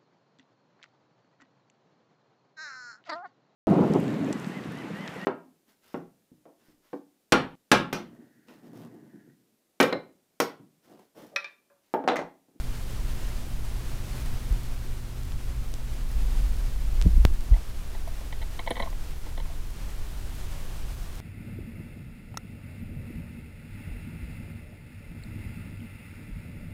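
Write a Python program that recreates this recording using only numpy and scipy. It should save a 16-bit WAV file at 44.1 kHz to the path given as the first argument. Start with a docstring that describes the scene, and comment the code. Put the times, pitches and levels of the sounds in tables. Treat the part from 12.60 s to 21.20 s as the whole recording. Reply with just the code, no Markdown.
"""Beside a record changer, one microphone close to its loudspeaker. The stylus rides the run-out groove:
shaped noise gives rumble, roar and hiss, sines the motor hum, with a few dust ticks and soft thumps.
The rumble swells as the change cycle engages and the stylus pops out of the groove, a spike and a cone swing.
The linkage under the deck clacks while the arm swings back to its rest: short rattles ring the deck modes."""
import sys
import numpy as np
from scipy import signal
from scipy.fft import rfft, irfft
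from scipy.io import wavfile
from scipy.ndimage import uniform_filter1d

SR = 44100
rng = np.random.default_rng(int(sys.argv[2]) if len(sys.argv) > 2 else 0)


def volts(x):
    """Linear amplitude factor 10**(x/20) for a level x in dB, scalar or array-like."""
    e = np.asarray(x, float) / 20
    return 10 ** e


def persist_wave(psi):
    """Save psi, clipped to +-1, as 16-bit WAV."""
    counts = np.round(np.clip(psi, -1, 1) * 32767).astype(np.int16)
    wavfile.write(sys.argv[1], SR, np.atleast_2d(counts).T)


N = 379348
TIME_S = np.arange(N) / SR

# dust and static at the stylus:
# (time [s], peak [dB], width [ms], swing back [0-1], step share [0-1])
TICKS = [(2.7210, -31, 0.048, 0.7, 0), (3.1400, -22.5, 0.027, 1.0, 0.6), (4.4148, -15, 0.040, 0.15, 0),
         (4.4238, -19.5, 0.031, 0.9, 0.1), (4.8085, -29, 0.027, 0.7, 0.1)]
# the loud pop, swinging the other way:
# (time [s], peak [dB], width [ms], swing back [0-1], step share [0-1])
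POP = (4.6517, -5, 0.061, 0, 0.94)
# jolts of the arm: (time [s], swing level [dB], first swing direction [+1 or -1], start pitch [Hz],
# drive of the cabinet knock before its low-pass [dB], knock delay [ms])
THUMPS = [(1.630, -21, -1, 45.7, -45, 20), (1.904, -15, 1, 61.4, -44, 15), (4.549, -21, -1, 45.4, -26, 21),
          (4.686, -26, -1, 60, -41, 15), (4.4500, -13, 1, 103, -18, 7), (4.9115, -6, -1, 61.3, -27, 7.5)]
# cabinet resonances: (frequency [Hz], level [dB], T60 [s])
CABINET_MODES = [(114, 3, 0.058), (177, -2, 0.1), (231, -5, 0.06), (312, -5, 0.08), (443, -12, 0.04),
                 (590, -14, 0.04), (780, -18, 0.03)]
# linkage contacts: (time [s], blow [dB], weight on the body modes [dB], brightness on the higher modes [dB],
# lower favoured pitch [Hz], higher favoured pitch [Hz]); the struck spot favours these pitches
CLACKS = [(4.917, -46, 3, -8, 800, 2000), (4.937, -46.5, -8, 1, 850, 1983),
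          (4.960, -43.5, -12, -8, 680, 2182), (5.347, -43.5, -12, -4.5, 854, 2000),
          (5.473, -39.5, -14, -9, 690, 2000), (5.610, -49, 4, -5, 570, 2000),
          (5.724, -41.5, -6, 2.5, 860, 2200), (5.814, -44, -5, -0.5, 676, 4020),
          (5.823, -43, -6, 2, 910, 3550), (5.9902, -34, -4, -0.5, 830, 2230),
          (6.062, -44, -4, 1, 1056, 3530), (6.0725, -30, -10, -1.5, 890, 2050),
          (6.105, -29, 3.5, -0.5, 497, 690), (6.111, -36.5, -5, 1.5, 1056, 3500),
          (6.154, -43, 0, 2.5, 1000, 2000), (6.165, -38, 3, 0.5, 1056, 3500),
          (6.173, -37, -3.5, -3.5, 1056, 1900), (6.194, -38.5, -7, 2, 1056, 3300),
          (6.198, -29, -3.5, -3, 890, 1983), (6.203, -38.5, 6.5, -13, 565, 1983),
          (6.2207, -36.5, -6, 2.5, 676, 3940), (6.229, -38, -5, -2, 1056, 2182),
          (6.257, -44.5, -3, -1.5, 676, 2000), (6.271, -41, -6, -12, 1056, 2000),
          (6.324, -43, -6, -8, 850, 2000), (6.662, -47.5, -3, -5, 800, 2000),
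          (6.719, -50, -4, -7, 1056, 2000), (6.775, -40.5, 1, -0.5, 1056, 3530),
          (6.798, -45, 4, 1, 890, 4020), (6.854, -52.5, -4, -2, 1056, 2000),
          (6.898, -47, -12, -9, 676, 2000)]
# the deck plate and levers, in five groups from low to high: (frequency [Hz], level [dB], T60 [s])
DECK_BODY = [(164.4, -3.5, 0.044), (242, -3.5, 0.05), (327, -6, 0.04), (415, -7, 0.059), (497, -1, 0.066),
             (565, -2.5, 0.044)]
DECK_LOW = [(676, 1, 0.052), (817, -1, 0.033), (890, -0.5, 0.045), (1056, -3, 0.047)]
DECK_MIDDLE = [(1500, -11, 0.034), (1820, -3.5, 0.028), (1983, 0, 0.031), (2070, -5, 0.038),
               (2182, -2.5, 0.039), (2263, -9, 0.05)]
DECK_UPPER = [(3105, 2, 0.014), (3320, -4, 0.022), (3530, -1, 0.012), (3920, -3.5, 0.022),
              (4020, -3.5, 0.017), (4300, -8, 0.024)]
DECK_SNAP = [(8800, 2, 0.0079), (10300, 8, 0.0072), (14000, -10, .006)]
# band that each deck group sounds in, one row a group: (lower edge [Hz], upper edge [Hz])
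DECK_BANDS = [(120, 700), (550, 2100), (1500, 2370), (2900, 4370), (7000, 15000)]
# rumble of platter and deck through the stylus, before its uneven lumps: (time [s], level [dB])
RUMBLE_LEVEL = [(0, -32), (0.4, -31), (0.8, -37.5), (1.3, -33.5), (2.1, -42), (3.2, -32.5), (3.8, -22.5),
                (4.3, -24.5), (4.5, -18.5), (4.63, -17.5), (4.72, -21.5), (4.88, -28.5)]
# rumble spectrum: (frequency [Hz], relative level [dB])
RUMBLE_COLOUR = [(10, -1), (18, 0), (32, 3), (50, 1.5), (68, -12.5), (95, -43), (130, -72)]
# low roar spectrum: (frequency [Hz], relative level [dB])
ROAR_COLOUR = [(40, -24), (70, -4.5), (100, 1.5), (150, -4.5), (220, -11.5), (300, -16.5), (500, -33),
               (900, -37.5)]
# hum overtones: (multiple of the hum frequency, level re fundamental [dB])
HUM_PARTIALS = [(1, 1), (2, -10), (3, -19)]
# hiss before its flutter, which the low roar follows: (time [s], level [dB])
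HISS_LEVEL = [(0.0, -46.5), (0.6, -46.5), (1.22, -47.5), (1.65, -45), (1.92, -47), (2.45, -49.5),
              (3.3, -49.5), (3.8, -46.5), (4.3, -48.5), (5.1, -49.5), (6.1, -49.5), (6.6, -50),
              (7.42, -49.5), (7.74, -47), (8.2, -48.5), (8.6, -49)]
# hiss spectrum: (frequency [Hz], relative level [dB])
HISS_COLOUR = [(100, 9.5), (300, 17.5), (600, 14), (1260, 10.5), (2500, 7.5), (5000, 4), (10000, -0.5),
               (15400, -4.5), (15650, -45)]
# slow amplifier noise spectrum: (frequency [Hz], relative level [dB])
AMPLIFIER_COLOUR = [(8, -4), (15, 0.5), (35, -7), (70, -13), (110, -36), (200, -64)]


def shaped(points):
    """Noise with the given spectrum, rms 1."""
    hz, db = np.transpose(points)
    bins = np.arange(N // 2 + 1) * SR / N
    gain = volts(np.interp(np.log(bins + 1e-3), np.log(hz), db)) * (bins > 5)
    x = irfft(rfft(rng.standard_normal(N)) * gain, N)
    return x / x.std()


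def level_in_time(rows):
    """A level table read at every sample, in dB."""
    s, db = np.transpose(rows)
    return np.interp(TIME_S, s, db)


def drift(rate):
    """Slow chance: random knots of spread 1, rate of them a second, joined by lines."""
    knots = rng.standard_normal(int(N / SR * 40) + 2)
    return np.interp(TIME_S * rate, np.arange(len(knots)), knots)


def ring(clicks, hz, t60):
    """A resonance: a unit click starts a sine of height 1 that dies by 60 dB in t60 seconds."""
    r, w = volts(-60 / (t60 * SR)), 2 * np.pi * hz / SR
    return signal.lfilter([0, np.sin(w)], [1, -2 * r * np.cos(w), r * r], clicks + 1e-18)


def band(x, edges):
    """Keep only what lies between two edges in Hz."""
    return signal.sosfilt(signal.butter(2, edges, "band", fs=SR, output="sos"), x)


def add(out, s, piece):
    """Mix a piece in from time s."""
    i = round(s * SR)
    out[i:i + len(piece)] += piece


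def in_groove():
    """1 while the stylus touches the record, falling to 0 once it is clear."""
    clear_s, lift_length_s = 5.0, 0.088
    return np.clip((clear_s - TIME_S) / lift_length_s, 0, 1)


def ticks():
    """A narrow spike, a swing back right after it, and for some a step that the speaker cone rings out."""
    cone_hz, cone_t60_s = 65.6, 0.057
    tip_hz, tip_t60_s, tip_db = 13100, 0.00044, -10
    out = np.zeros(N)
    ms = np.arange(round(.12 * SR)) / SR * 1000 - 1  # 0 is the moment of the tick
    after_s = np.maximum(ms, 0) / 1000
    cone = np.cos(2 * np.pi * cone_hz * after_s + .5) * volts(-60 * after_s / cone_t60_s)
    # the stylus tip rings briefly after a step
    tip = volts(tip_db) * ring(np.diff(ms > 0, prepend=False), tip_hz, tip_t60_s)
    for way, (s, db, width, back, step) in [(1, tick) for tick in TICKS] + [(-1, POP)]:
        lean = np.where(ms > 0, .5 * width, width)  # the stylus drops back faster than it climbs
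        spike = np.exp(-(ms / lean) ** 2 / 2)
        swing_back = back * np.exp(-(ms / width - 2.2) ** 2 / 2)
        edge = 1 / (1 + np.exp(-ms / width))
        add(out, s - .001, way * volts(db) * (spike - swing_back + step * (edge * cone - tip)))
    return out


def thumps():
    """A few low cycles that swell, die and sag in pitch as the arm settles; the cabinet knocks along."""
    sag_per_s = 20.4
    knock_ms = 4.7  # how long the knock shakes at full strength
    tail_db, tail_t60_s = -12, 0.32  # the cabinet keeps shaking after a jolt
    out, shaking = np.zeros(N), np.zeros(N)
    t = np.arange(round(.15 * SR)) / SR
    for s, db, way, hz, knock_db, delay_ms in THUMPS:
        rise = t * hz  # the swell tops out where this reaches 1
        swell = (rise * np.exp(1 - rise)) ** 1.4
        turns = hz * np.log1p(sag_per_s * t) / sag_per_s
        add(out, s, way * volts(db) * swell * np.sin(2 * np.pi * turns))
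        burst = np.exp(-((1000 * t - delay_ms) / knock_ms) ** 2)
        tail = volts(tail_db - 60 * t / tail_t60_s) * (1000 * t > delay_ms)
        shake = rng.standard_normal(len(t)) * (burst + tail)
        shake[round(delay_ms / 1000 * SR)] = 13.5  # one firm blow amid the shaking
        shake = volts(knock_db) * shake / np.linalg.norm(shake)
        # slower jolts knock duller
        add(shaking, s, signal.lfilter(*signal.butter(1, 13 * hz, fs=SR), shake))
    for k, (hz, db, t60) in enumerate(CABINET_MODES):
        out += (-1) ** k * volts(db) * ring(shaking, hz, t60)
    return out


def rattles():
    """One short rattle of tiny impacts per contact, of energy 1, as one deck mode feels it."""
    rise_ms, length_ms = 1.9, 5.3
    tail_db, tail_ms = -16.5, 25
    ms = np.arange(round(.08 * SR)) / SR * 1000
    size = len(CLACKS), len(ms)
    grit = rng.standard_normal(size) * (rng.random(size) < .15)
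    grit *= 1 - np.exp(-ms / rise_ms)  # the rattle builds up before it dies
    grit[:, round(.0012 * SR)] = 6.0  # the firmest impact comes just after the first touch
    # the rattle dies fast, loose levers keep trembling a little longer
    bursts = grit * (np.exp(-(ms / length_ms) ** 1.3) + volts(tail_db) * np.exp(-ms / tail_ms))
    return bursts / np.linalg.norm(bursts, axis=1, keepdims=True)


def linkage():
    """Metal contacts under the deck: each one's rattle drives five groups of deck modes."""
    scatter_db = 1.5
    favour_db, favour_width = 6.0, .05  # modes near a favoured pitch ring louder; width as a share of pitch
    out = np.zeros(N)
    times, blow, weight, bright, *favoured = np.transpose(CLACKS)
    groups = [
        (DECK_BODY, blow + weight),
        (DECK_LOW, blow),
        (DECK_MIDDLE, blow + bright),
        (DECK_UPPER, blow - 1 + 1.6 * bright),  # brightness counts more here
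        (DECK_SNAP, 2 * (blow + weight) + 13),  # the brightest modes grow with the square of the blow
    ]
    for (modes, level), edges in zip(groups, DECK_BANDS):
        group = np.zeros(N)
        for k, (hz, mode_db, t60) in enumerate(modes):
            drive = np.zeros(N)
            scatter = rng.normal(0, scatter_db, len(CLACKS))
            distance = np.log(hz / np.array(favoured)) / favour_width
            near = favour_db * np.exp(-distance ** 2).max(axis=0)
            for s, db, burst in zip(times, level + scatter + near, rattles()):
                add(drive, s, volts(db + mode_db) * burst)
            group += (-1) ** k * ring(drive, hz, t60)
        out += band(group, edges)  # little sound between the groups
    return out


def rumble_shake():
    """How hard platter and deck shake the stylus: the rumble level, gone once the groove is left."""
    return volts(level_in_time(RUMBLE_LEVEL)) * in_groove()


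def rumble():
    """Low noise of platter and deck through the stylus, in uneven lumps."""
    noise = shaped(RUMBLE_COLOUR)
    # partly even out the noise's own swells, so that the level table sets the loudness
    power = uniform_filter1d(noise ** 2, size=SR // 25)
    noise = noise / (power + 0.016) ** (0.46 / 2)
    return rumble_shake() * volts(2.0 * drift(6.7)) * noise / noise.std()


def roar():
    """Low noise: a steady part that follows the hiss level, and a part shaken up by the rumble."""
    hiss_db = level_in_time(HISS_LEVEL)
    steady = volts(-45 + 1.1 * (hiss_db - hiss_db.mean()))
    shaken = volts(-27) * rumble_shake()
    return np.hypot(steady, shaken) * shaped(ROAR_COLOUR)


def hum():
    """Motor hum through the stylus: twice mains frequency and overtones, wavering in level and phase."""
    hum_hz, hum_db = 120, -45
    cycle_s, fundamental_fade_db_per_s = 3.2, 4  # the hum sinks once the cycle loads the deck
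    phase = 2 * np.pi * hum_hz * TIME_S + 0.14 * drift(1.98)
    fade_db = fundamental_fade_db_per_s * np.maximum(TIME_S - cycle_s, 0)
    tone = np.zeros(N)
    for k, db in HUM_PARTIALS:
        # the fundamental fades fastest
        tone += volts(db - fade_db / k + 1.0 * drift(3.08)) * np.sin(k * phase)
    return np.sqrt(2) * volts(hum_db) * in_groove() * tone


def hiss():
    """Broad hiss, strongest near 300 Hz and falling towards the treble, fluttering at three speeds; crackle."""
    specks_per_s, crackle_db = 60, 8.5
    flutter_db = 0.51 * drift(9) + 0.74 * drift(20) + 0.83 * drift(39)
    noise = volts(flutter_db) * shaped(HISS_COLOUR)
    # fine crackle: random specks, band-passed
    speck_size = volts(3.75 * np.minimum(rng.exponential(1, N), 4))
    specks = (rng.random(N) < specks_per_s / SR) * speck_size * rng.choice([-1, 1], N)
    crackle = band(specks, [3500, 15400])
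    return volts(level_in_time(HISS_LEVEL)) * (noise + volts(crackle_db) * crackle)


def amplifier():
    """Slow flicker noise of the amplifier, which stays when the groove is left."""
    return volts(-30.5) * shaped(AMPLIFIER_COLOUR)


def scene():
    """Everything reaches one microphone."""
    events = ticks() + thumps() + linkage()
    background = rumble() + roar() + hum() + hiss() + amplifier()
    return (events + background)[None]


def roll_off(x):
    """The treble ends steeply here."""
    return signal.sosfilt(signal.butter(12, 16520, fs=SR, output="sos"), x)


def record(dry):
    """The microphone signal loses its extreme top in a steep low-pass."""
    top_hz = 16800
    mix = signal.sosfilt(signal.cheby2(10, 50, top_hz, fs=SR, output="sos"), dry)
    return roll_off(mix)


dry = scene()
out = record(dry)
persist_wave(out)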